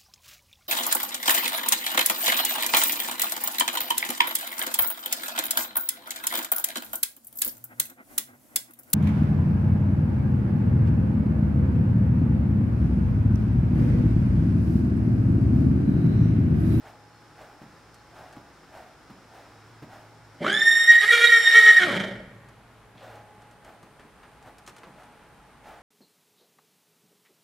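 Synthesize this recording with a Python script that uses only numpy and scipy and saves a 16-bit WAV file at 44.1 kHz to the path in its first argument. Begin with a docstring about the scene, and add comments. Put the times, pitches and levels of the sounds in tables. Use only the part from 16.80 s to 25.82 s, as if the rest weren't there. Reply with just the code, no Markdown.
"""Hooves sweep and thud in deep sand as a horse trots in a roofed arena; then it whinnies once, close by.
The whinny has two voices at once: a high squeal that glides up and holds, and a rough voice from the low
folds that breaks in under it and sinks into a fluttering grunt, with air rushing through throat and nose.
A soft snort, small taps and more hoofbeats follow. Boards and roof echo; outdoor air, a faint machine hum,
insects and far birds come in through the open walls."""
import sys
import numpy as np
from scipy import signal
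from scipy.fft import rfft, irfft, next_fast_len
from scipy.io import wavfile
from scipy.ndimage import uniform_filter1d

SR = 44100
rng = np.random.default_rng(int(sys.argv[2]) if len(sys.argv) > 2 else 0)


def digitize_waveform(pressure):
    """Quantize a signal to 16-bit integers and store it at the path in sys.argv[1].

    Rows of a 2-D input are taken as channels; values are limited to [-1, 1].
    """
    field = np.atleast_2d(pressure).T
    bounded = np.clip(field, -1, 1)
    quanta = np.round(bounded * 32767).astype(np.int16)
    wavfile.write(sys.argv[1], SR, quanta)


N = 397782
T = np.arange(N) / SR
CALL_START_S, CALL_BREAK_S = 3.62, 4.982


def whinny(flutter_hz=26, flutter_db=4):
    """Squeal over low voice, rushing air, chest and blow; the nostrils flutter as the call runs out."""
    level = low_level()
    puffs, low_phase = low_folds(level)
    throat = low_voice(puffs, level) + rushing_air(puffs, low_phase, level)
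    lower = place(throat, pan_db=-1.5) + chest_grunts(puffs) + lip_blow()
    flap = sine(flutter_hz * (1 + .1414 * drift(9)))
    flutter = from_db(flutter_db * flap * np.interp(T, [5.05, 5.2], [0, 1]))
    return squeal(low_phase) + flutter * lower


def call_effort(attack_s=.047, release_s=.086):
    """The horse pushes from the start of the call until the voice breaks."""
    return envelope(CALL_START_S, attack_s, CALL_BREAK_S - CALL_START_S - attack_s, release_s)


def hoarseness(rough=.45, length_s=.17):
    """Extra roughness in both voices while the folds start to move."""
    return rough * bump(CALL_START_S, length_s, length_s)


# upper overtones of the squeal: (multiple, level [dB], left minus right [dB])
SQUEAL_OVERTONES = [(3, -3, -5), (4, -7, -4), (5, -14, 4.5), (6, -17, 2), (7, -24, 2), (8, -30.5, -6.5)]


def squeal(low_phase, jitter=.0077, waver=.0088, shimmer_db=5, throb_db=1.6, coupling_rad=.086):
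    """The high voice wavers, and is shaken in pitch and strength by the low folds as it roughens."""
    hz, rough, tone_gain, octave_gain, shrill_gain = squeal_controls()
    slack = np.interp(hz, [1450, 1780], [5, 1])   # breaks up below its held pitch
    bend = rough * (jitter * slack * drift(223) + waver * drift(47)) + .00082 * drift(52)
    phase = 2 * np.pi * np.cumsum(hz * (1 + bend)) / SR + coupling_rad * rough * np.sin(low_phase)

    def overtone(k):
        """No two cycles have quite the same shape, so each overtone wavers on its own."""
        gain = from_db(5 * np.sqrt(np.abs(rough)) * drift(38))
        return gain * np.sin(k * phase + .22 * (1.1 + rough) * drift(82))

    upper = sum(place(from_db(db) * overtone(k), pan_db) for k, db, pan_db in SQUEAL_OVERTONES)
    shimmer = from_db(shimmer_db * rough * np.sqrt(slack) * drift(130))
    shake = np.sqrt(2) * evened(shimmer * (1 + .051 * rough * np.cos(low_phase)))
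    tone = place(from_db(throb_db * drift(48)) * tone_gain * np.sin(phase), pan_db=-1.9)
    octave = place(octave_gain * overtone(2), pan_db=-4.5)
    return shake * (tone + octave + shrill_gain * upper / np.sqrt(slack))


# base roughness of the squeal: (time [s], roughness [0-1])
SQUEAL_ROUGHNESS = [(3.62, .3), (3.77, 0.56), (3.87, 0.22), (4.07, 0.28), (4.14, 0.65), (4.39, 0.81),
                    (4.62, 0.3), (4.9, 0.65), (5.03, 0.55)]
# swells of the squeal: (time [s], rise [s], tone [dB], pitch lift [Hz], octave [dB])
SQUEAL_SWELLS = [(3.751, 0.032, -30.5, 11.5, -29), (3.827, 0.0097, -20.5, 0.5, -32),
                 (3.89, 0.031, -14.5, 5.5, -33), (3.932, 0.019, -16, -0.5, -32), (3.973, .024, -17, 2, -33),
                 (4.036, 0.053, -21, 7.5, -32.5), (4.109, 0.026, -10.5, 43, -31.5),
                 (4.162, 0.015, -18.5, 30, -58), (4.21, 0.023, -20.5, 68, -52.5),
                 (4.31, .024, -15.5, 60.5, -38.5), (4.456, .035, -15.5, 57, -30),
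                 (4.495, 0.014, -14, 54.5, -28), (4.531, .026, -16, 41, -35),
                 (4.581, 0.035, -17, 9.5, -37.5), (4.687, .036, -13, 4.5, -26),
                 (4.736, .02, -19, 15.5, -31.5), (4.787, 0.041, -12, 41.5, -40),
                 (4.85, 0.0264, -18, 33, -39), (4.902, 0.039, -11.5, 38, -45),
                 (4.985, .022, -16, 33, -47.5)]


def squeal_controls(start_hz=700, held_hz=1840, glide_s=.06, fall_octaves_per_s=5.8, lead_s=.011):
    """The squeal glides up, holds, breaks and falls; each swell makes it louder, higher and clearer."""
    effort = call_effort()
    tone, octave, lift = from_db(-26) * effort, from_db(-38.5) * effort, 0
    rough, = in_time(SQUEAL_ROUGHNESS)
    for s, rise_s, tone_db, lift_hz, octave_db in SQUEAL_SWELLS:
        swell = bump(s, rise_s, .47 * rise_s, power=3)   # flat top, steep flanks
        push = bump(s - lead_s, 1.1 * rise_s, 1.1 * rise_s)
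        tone = tone + from_db(tone_db) * swell
        rough = rough * (1 - .35 * swell)
        octave = octave + from_db(octave_db) * push
        lift = np.maximum(lift, lift_hz * push)
    glide_hz = held_hz - (held_hz - start_hz) * np.exp(-np.maximum(T - CALL_START_S, 0) / glide_s)
    hz = (glide_hz + lift) * 2 ** -np.clip(fall_octaves_per_s * (T - CALL_BREAK_S), 0, 1)
    bright = np.minimum(hz / held_hz, 1) ** 1.7
    shrill = effort * from_db(-27 - 27.5 * rough)   # strongest when the voice is clear
    return hz, rough + hoarseness(), tone, bright * octave, bright * shrill


# bursts of the low voice: (time [s], rise [s], fall [s], level [dB])
LOW_BURSTS = [(3.68, 0.044, 0.086, -33.5), (4.237, 0.0092, 0.022, -29), (4.335, 0.021, 0.04, -20),
              (4.44, 0.027, 0.027, -16.5), (4.535, 0.022, 0.051, -26), (4.758, .016, .05, -23),
              (4.884, 0.029, .026, -21.5), (5.03, 0.028, .022, -22), (5.13, 0.075, 0.14, -33.5)]


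def low_level(murmur_db=-46.5):
    """The low voice murmurs under the squeal and breaks in with bursts."""
    bursts = sum(from_db(db) * bump(s, rise_s, fall_s) for s, rise_s, fall_s, db in LOW_BURSTS)
    return from_db(murmur_db) * call_effort() + bursts


# low folds rise, hold and sink into the grunt: (time [s], pitch [Hz])
FOLD_PITCH = [(3.6, 168.8), (3.7, 408.8), (4.24, 418.5), (4.32, 467.7), (4.46, 472.5), (4.68, 436.4),
              (4.78, 456.3), (4.88, 429), (4.96, 432), (5.01, 368.2), (5.05, 356.9), (5.13, 205.8),
              (5.5, 175.2)]


def low_folds(level, jitter=.065, shimmer_db=4, leak=.6, clears_at_db=-25):
    """One puff a cycle; weak or slack folds beat less evenly and leak more air. Returns puffs and phase."""
    hz, = in_time(FOLD_PITCH)
    slack = 450 / hz
    rough = .55 / (1 + level / from_db(clears_at_db)) + .3 * np.maximum(slack - 1, 0) + hoarseness()
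    cycles = np.cumsum(hz * (1 + jitter * rough * slack * drift(120))) / SR
    offset_samples = ((cycles + .5) % 1 - .5) * SR / hz
    puffs = np.exp(-offset_samples ** 2) * from_db(shimmer_db * rough * drift(160))
    phase = 2 * np.pi * cycles
    leaked = leak * rough * slack * (1 + 1.9 * np.cos(phase)) * rng.standard_normal(N) / 10
    return puffs + leaked, phase


# throat resonances: (centre [Hz], width [Hz], gain [dB])
THROAT_MODES = [(509, 140, -8), (943, 150, -11.5), (1400, 550, 1), (1890, 570, 5.5), (2320, 250, 2.5),
                (3120, 150, 3), (3900, 530, -12), (4870, 940, -21), (7490, 1410, -36)]


def low_voice(puffs, level, gain_db=3, growl_db=2, growl_hz=45):
    """The puffs ring the throat and pass the nose; their unsteady strength makes a growl."""
    voiced = evened(nose(band(resonate(puffs, THROAT_MODES), 300, 12000)))
    return from_db(gain_db + growl_db * drift(growl_hz)) * level * voiced


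# nasal notches: (centre [Hz], width [Hz])
NASAL_NOTCHES = [(1080, 230), (2640, 350)]


def nose(x, depth=.51):
    """Side cavities of the nose partly cancel narrow bands."""
    for hz, width_hz in NASAL_NOTCHES:
        notched = signal.lfilter(*signal.iirnotch(hz, hz / width_hz, fs=SR), x)
        x = x + depth * (notched - x)
    return x


# airflow through the call: (time [s], level [dB])
BREATH_FLOW = [(3.59, -75), (3.626, -51.5), (3.696, -54.5), (4.106, -47), (4.122, -38), (4.206, -49),
               (4.216, -38.5), (4.302, -41.5), (4.324, -36), (4.546, -41), (4.594, -45), (4.76, -38),
               (5.148, -44.5), (5.5, -78)]
# breath colour: (frequency [Hz], level [dB])
BREATH_SPECTRUM = [(200, -28.5), (500, -3.5), (1000, -2), (1500, 5), (2150, 14), (2550, -1.5), (3100, 9),
                   (3800, -7), (4500, -2), (6200, -13), (8000, -10.5), (10500, -10), (13000, -18),
                   (15500, -30.5)]


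def rushing_air(puffs, low_phase, level, gain_db=11, pulsing=.41, buzz_db=4, buzz_knee_db=-33):
    """Turbulence chopped by the low folds, buzzing when they beat hard; a slack throat dulls it."""
    chopped = rms_one(rng.standard_normal(N) * (1 + pulsing * np.cos(low_phase)))
    buzz = from_db(buzz_db) * evened(puffs) * level / (level + from_db(buzz_knee_db))
    breath = tinted(evened(chopped + buzz), BREATH_SPECTRUM)
    bright = rms_one(nose(band(breath, 276, 15500)))
    dull = tinted(bright, [(2400, 0), (4800, -1), (9600, -13)])
    fold_hz, = in_time(FOLD_PITCH)
    taut = np.minimum(fold_hz / 460, 1) ** 2.2
    return from_db(gain_db) * gated_gain(BREATH_FLOW) * (dull + (bright - dull) * taut)


# chest resonances: (centre [Hz], width [Hz], gain [dB])
CHEST_MODES = [(113, 28.5, -6.5), (196, 28, 9), (386.4, 100, 1), (575, 56, 6.5), (850, 97, -11)]
# grunts: (time [s], attack [s], hold [s], decay [s], level [dB])
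CHEST_GRUNTS = [(3.602, 0.014, .07, 0.072, -29.5), (4.977, 0.066, 0.14, 0.11, -30)]


def chest_grunts(puffs):
    """The puffs ring the chest as the call opens and closes."""
    level = sum(from_db(db) * envelope(*shape) for *shape, db in CHEST_GRUNTS)
    return level * evened(band(resonate(puffs, CHEST_MODES), 85, 950))


def lip_blow(level_db=-40.5):
    """Lips and nostrils flap with a low rumble at the end of the call."""
    rumble = coloured([(25, -26), (55, 0), (75, -20), (110, 5.5), (170, -8), (400, -18), (2000, -83)])
    return from_db(level_db) * envelope(5, attack_s=.16, hold_s=-.11, decay_s=.28) * evened(rumble)


def snort(start_s=6.17, level_db=-46.5, hollow_db=-2, hiss_db=-4, rasp_db=-11):
    """A soft blow through the nostrils: a raspy start, then a hollow rush."""
    hollow = from_db(hollow_db) * noise_band(hz=630, width_hz=270)
    rasp = from_db(rasp_db) * grainy(1900, 3940, depth_db=3.1, rate_hz=150)
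    rush = hollow + from_db(hiss_db) * coloured(SWISH_SPECTRUM)
    blow = envelope(start_s, .07, .08, .11) * rush + envelope(start_s, .011, .02, .061) * rasp
    return from_db(level_db) * blow


# hoof drags: (time [s], level [dB], fall [s])
HOOF_DRAGS = [(.082, -47, .05), (0.621, -48, 0.13), (1.39, -47.5, 0.15), (1.97, -46, 0.1),
              (2.569, -49, .11), (3.14, -47, .11), (6.89, -49.5, 0.076), (7.211, -67, 0.034),
              (7.69, -50, 0.023), (8.21, -51.5, 0.054), (8.89, -46, 0.11)]
# hiss of sand and snort: (frequency [Hz], level [dB])
SWISH_SPECTRUM = [(150, -5), (400, -2), (700, 4), (1000, -3), (1500, 0.5), (2500, -9.5), (4500, -18),
                  (8000, -23.5), (15000, -29)]


def sand_sweeps(rise_s=.047, hollow_db=-3, hiss_db=-3, grain_db=-27):
    """A dragging hoof throws a hollow swish of sand grains."""
    level = 0
    for s, db, fall_s in HOOF_DRAGS:
        fade = np.where(T < s, ((T - s) / rise_s) ** 2, (T - s) / fall_s)
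        level = level + from_db(db) * np.exp(-fade.clip(0, 50))
    hollow = from_db(hollow_db) * noise_band(hz=730, width_hz=260)
    grains = from_db(grain_db) * grainy(2500, 12000, depth_db=10, rate_hz=900)
    hiss = from_db(hiss_db) * coloured(SWISH_SPECTRUM)
    return level * (hollow + grains + hiss)


# hoof landings: (time [s], level [dB])
HOOF_LANDINGS = [(0.816, -42), (1.564, -42.5), (2.298, -43), (3.023, -40), (6.15, -49), (7.029, -47.5),
                 (7.249, -52), (7.66, -47), (8.069, -45)]


def hoof_thuds(decay_s=.028):
    """A hoof lands in deep sand with a dull thud."""
    push = sum(from_db(db) * envelope(s, .001, 0, decay_s) for s, db in HOOF_LANDINGS)
    ground = [(40, -27), (110, -3.5), (280, -2), (450, -14.5), (1000, -12.5), (2500, -28), (9000, -45)]
    return push * coloured(ground)


# small taps: (time [s], body [dB], snap [dB])
NEAR_TAPS = [(1.143, -59, -43.5), (1.526, -43, -46), (6.847, -43, -45), (7.029, -53.5, -47.5),
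             (7.195, -40, -55), (7.431, -41, -60), (7.783, -51, -41.5), (7.864, -53, -39),
             (7.876, -31.5, -33), (7.893, -54, -40), (7.964, -42.5, -42), (7.983, -45, -46),
             (8.033, -35, -57)]
# tap resonances: (centre [Hz], width [Hz], gain [dB])
TAP_BODY_MODES = [(374, 180, 0.5), (651.9, 190, -0.5), (1100, 500, 0.5), (2120, 1900, -7.5)]


def taps(body_gain_db=-7, snap_gain_db=-6, body_s=.02, snap_s=.0085, tick_count=8):
    """Each tap is a bright snap and a crunch that rings damped modes; faint ticks fall at random."""
    out, t = np.zeros(N + SR), np.arange(SR // 10) / SR
    ticks = rng.uniform((5.5, -52.5, -52.5), (8.4, -47.5, -47.5), (tick_count, 3))   # as NEAR_TAPS
    for s, body_db, snap_db in [*NEAR_TAPS, *ticks]:
        ring = resonate(rng.standard_normal(len(t)) * np.exp(-t / body_s), TAP_BODY_MODES)
        body = from_db(body_db + body_gain_db) * 2 * ring / np.abs(ring).max()
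        snap = band(rng.standard_normal(len(t)) * np.exp(-t / snap_s), 1900, 9100)
        at = round(s * SR)
        out[at:at + len(t)] += body + from_db(snap_db + snap_gain_db) * snap
    return out[:N]


# arena tail: (frequency [Hz], t60 [s], level [dB])
ARENA_TAIL = [(125.7, 1, 2.5), (500, 0.66, 2), (1900, 1.01, -5.5), (3400, 0.6, -4), (14240, 0.25, -10.5)]


def arena(x, early_db=-14, early_s=.11, echoes_per_s=900, tail_db=-18, width=.73, wide_above_hz=1500):
    """Near boards and roof send back a quick cluster of echoes, then a faint long tail."""
    t, edges_hz = np.arange(SR) / SR, np.geomspace(80, 14000, 10)
    white, tail = rfft(rng.standard_normal((2, SR))), 0
    hz = np.arange(white.shape[1])
    knots_hz, *columns = np.transpose(ARENA_TAIL)
    for low, high in zip(edges_hz, edges_hz[1:]):
        t60_s, db = [np.interp(np.log(low * high) / 2, np.log(knots_hz), c) for c in columns]
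        tail = tail + irfft(white * ((hz >= low) & (hz < high)), SR) * from_db(db - 60 * t / t60_s)
    echoes = rng.standard_normal((2, SR)) * (rng.random((2, SR)) < echoes_per_s / SR)
    early = from_db(early_db) * rms_one(echoes * np.exp(-t / early_s))
    response = (early + from_db(tail_db) * rms_one(tail)) * (t > .005) / np.sqrt(SR)
    mid, side = signal.fftconvolve(x.mean(axis=0)[None], response, axes=1)[:, :N]
    side = signal.lfilter(*signal.butter(1, wide_above_hz, "high", fs=SR), side)
    return x + mid + width * side * np.array([[1], [-1]])


# outdoor air, early and late: (frequency [Hz], level [dB])
OUTDOOR_EARLY = [(15, -53), (25, -27.5), (53, -4.5), (82, -11), (113, -11), (160, -4), (183, -13),
                 (289, -7.5), (598, -13.5), (848, -12), (1080, -13), (1380, -11.5), (2920, -25),
                 (5140, -27.5), (11000, -38.5), (15500, -46)]
OUTDOOR_LATE = [(15, -49), (25, -21.5), (55, -7), (86, -20), (116, -11), (240, -13.5), (389, -17.5),
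                (433, -12), (482, -17.5), (826, -15), (997, -17), (1450, -18), (5730, -38.5), (8580, -40.5),
                (11000, -40), (15500, -53)]
# its stereo width: (frequency [Hz], side minus mid [dB])
OUTDOOR_WIDTH = [(60, -11), (110, -9.5), (200, -12), (380, -12), (700, -11), (1290, -12), (2380, -8),
                 (4400, -3.5), (8120, -1), (15000, -1)]


def outdoor_air(early_db=-54.5, late_db=-55):
    """Air heard through the open walls; it grows duller during the whinny."""
    blend = np.interp(T, [3.8, 5.4], [0, 1])
    early, late = from_db(early_db) * np.sqrt(1 - blend), from_db(late_db) * np.sqrt(blend)
    mid, side = [early * coloured(OUTDOOR_EARLY) + late * coloured(OUTDOOR_LATE) for _ in range(2)]
    return mid * from_db(.73 * drift(2.3)) + tinted(side, OUTDOOR_WIDTH) * np.array([[1], [-1]])


# machine hum, one list before the call and one after: (time [s], drone [dB], whine [dB])
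HUM_LEVELS = [
    [(0.0, -59, -60.5), (0.82, -65, -64.5), (1.16, -61, -64.5), (1.94, -71, -69), (2.93, -56, -70),
     (3.55, -58, -62.5)],
    [(5.8, -60, -73), (6.05, -62.5, -72), (6.35, -57, -55.5), (7.35, -77, -70.5), (7.64, -67, -61),
     (9.0, -75, -63)],
]


def machine_hum(drone_hz=111, whine_hz=837, gain_db=2, dip_db=-10):
    """Distant machines drone and whine unsteadily; the level dips while the horse calls."""
    tones = zip((drone_hz, whine_hz), in_time(np.vstack(HUM_LEVELS)))
    hum = sum(from_db(gain_db + db + 2 * drift(3)) * sine(hz + 3 * drift(9.2)) for hz, db in tones)
    return hum * from_db(dip_db * call_effort())


# insect bands: (centre [Hz], width [Hz], level [dB], start [s], end [s])
INSECT_BANDS = [(5250, 550, -71.5, 0, 5.4), (8740, 300, -79.5, 6.4, 9.3)]


def insects():
    """Narrow hiss of insects in the field, one kind after the other."""
    return sum(gated_gain([(start_s, db), (end_s, db)]) * noise_band(hz, width_hz)
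               for hz, width_hz, db, start_s, end_s in INSECT_BANDS)


# far birds: (time [s], length [s], start pitch [Hz], end pitch [Hz], level [dB])
BIRD_WHISTLES = [(0.304, 0.11, 4340, 4350, -68), (1.12, 0.12, 4340, 4330, -66),
                 (2.68, .16, 3820, 3820, -71), (2.86, 0.15, 3380, 3300, -70)]


def birds():
    """Thin, nearly level whistles from the trees outside."""
    out = np.zeros(N)
    for s, length_s, start_hz, end_hz, db in BIRD_WHISTLES:
        along = np.clip((T - s) / length_s, 0, 1)
        out += from_db(db) * np.sin(np.pi * along) * sine(start_hz + (end_hz - start_hz) * along)
    return out


def from_db(db):
    """Decibels to gain."""
    return 10 ** (np.asarray(db) / 20)


def rms_one(x):
    """Scale to rms 1."""
    return x / np.sqrt(np.mean(x ** 2) + 1e-20)


def evened(x):
    """Hold the short-term rms at 1."""
    return x / np.sqrt(np.abs(uniform_filter1d(x * x, size=1100)) + 1e-12)


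def place(x, pan_db):
    """Mono to stereo, left minus right in dB."""
    return x * from_db(np.array([[.5], [-.5]]) * pan_db)


def in_time(rows):
    """Each column of a curve at every sample."""
    s, *columns = np.transpose(rows)
    return [np.interp(T, s, c) for c in columns]


def gated_gain(rows):
    """A dB curve as a gain that fades out just beyond its ends."""
    start_s, end_s = rows[0][0], rows[-1][0]
    gate = np.interp(T, [start_s - .01, start_s, end_s, end_s + .03], [0, 1, 1, 0])
    return gate * from_db(in_time(rows)[0])


def envelope(start_s, attack_s, hold_s, decay_s):
    """Straight attack, hold, exponential decay; a negative hold starts the decay within the attack."""
    age_s = T - start_s
    return np.clip(age_s / attack_s, 0, 1) * np.exp(-np.clip((age_s - attack_s - hold_s) / decay_s, 0, 50))


def bump(s, rise_s, fall_s, power=2):
    """A rounded swell of height 1."""
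    return np.exp(-np.minimum(np.abs((T - s) / np.where(T < s, rise_s, fall_s)) ** power, 50))


def sine(hz):
    """Sine that follows a frequency curve."""
    return np.sin(2 * np.pi * np.cumsum(hz) / SR)


def drift(rate_hz):
    """Smooth random wandering up to a given rate, without extreme swings; rms 1."""
    slow = signal.sosfilt(signal.butter(4, rate_hz, fs=SR, output="sos"), rng.standard_normal(N))
    return rms_one(np.tanh(rms_one(slow) / 2))


def band(x, low_hz, high_hz):
    """Butterworth band-pass."""
    return signal.sosfilt(signal.butter(2, [low_hz, high_hz], "band", fs=SR, output="sos"), x + 1e-18)


def resonate(x, modes):
    """Parallel resonances with alternating signs."""
    out = 0
    for k, (hz, width_hz, db) in enumerate(modes):
        r = np.exp(-np.pi * width_hz / SR)
        feedback = [1, -2 * r * np.cos(2 * np.pi * hz / SR), r * r]
        ring = signal.lfilter(np.array([1, 0, -1]) * (1 - r * r) / 2, feedback, x)
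        out = out + (-1) ** k * from_db(db) * ring
    return out


def tinted(x, spectrum):
    """Filter by (frequency [Hz], gain [dB]) points on a log-frequency axis."""
    size = next_fast_len(N, True)
    hz = np.arange(size // 2 + 1) * SR / size
    knots_hz, knots_db = np.transpose(spectrum)
    db = np.interp(np.log(hz + 1e-3), np.log(knots_hz), knots_db)
    return irfft(rfft(x, size) * from_db(db), size)[:N]


def coloured(spectrum):
    """Noise of a given colour, rms 1."""
    return rms_one(tinted(rng.standard_normal(N), spectrum))


def noise_band(hz, width_hz):
    """Narrow noise, rms 1."""
    return rms_one(band(rng.standard_normal(N), hz - width_hz / 2, hz + width_hz / 2))


def grainy(low_hz, high_hz, depth_db, rate_hz):
    """Band noise with a flickering level, rms 1."""
    return rms_one(band(rng.standard_normal(N) * from_db(depth_db * drift(rate_hz)), low_hz, high_hz))


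def scene():
    """The horse under the roof, the outdoors behind."""
    near = whinny() + snort() + sand_sweeps() + hoof_thuds() + taps()
    return arena(near) + outdoor_air() + machine_hum() + insects() + birds()


def record(dry, ceiling=.9, cutoff_hz=15700):
    """The loudest peaks are rounded, and the top treble is cut steeply."""
    rounded = dry / (1 + (dry / ceiling) ** 6) ** (1 / 6)
    return signal.sosfilt(signal.ellip(10, .1, 80, cutoff_hz, fs=SR, output="sos"), rounded)


dry = scene()
out = record(dry)
digitize_waveform(out)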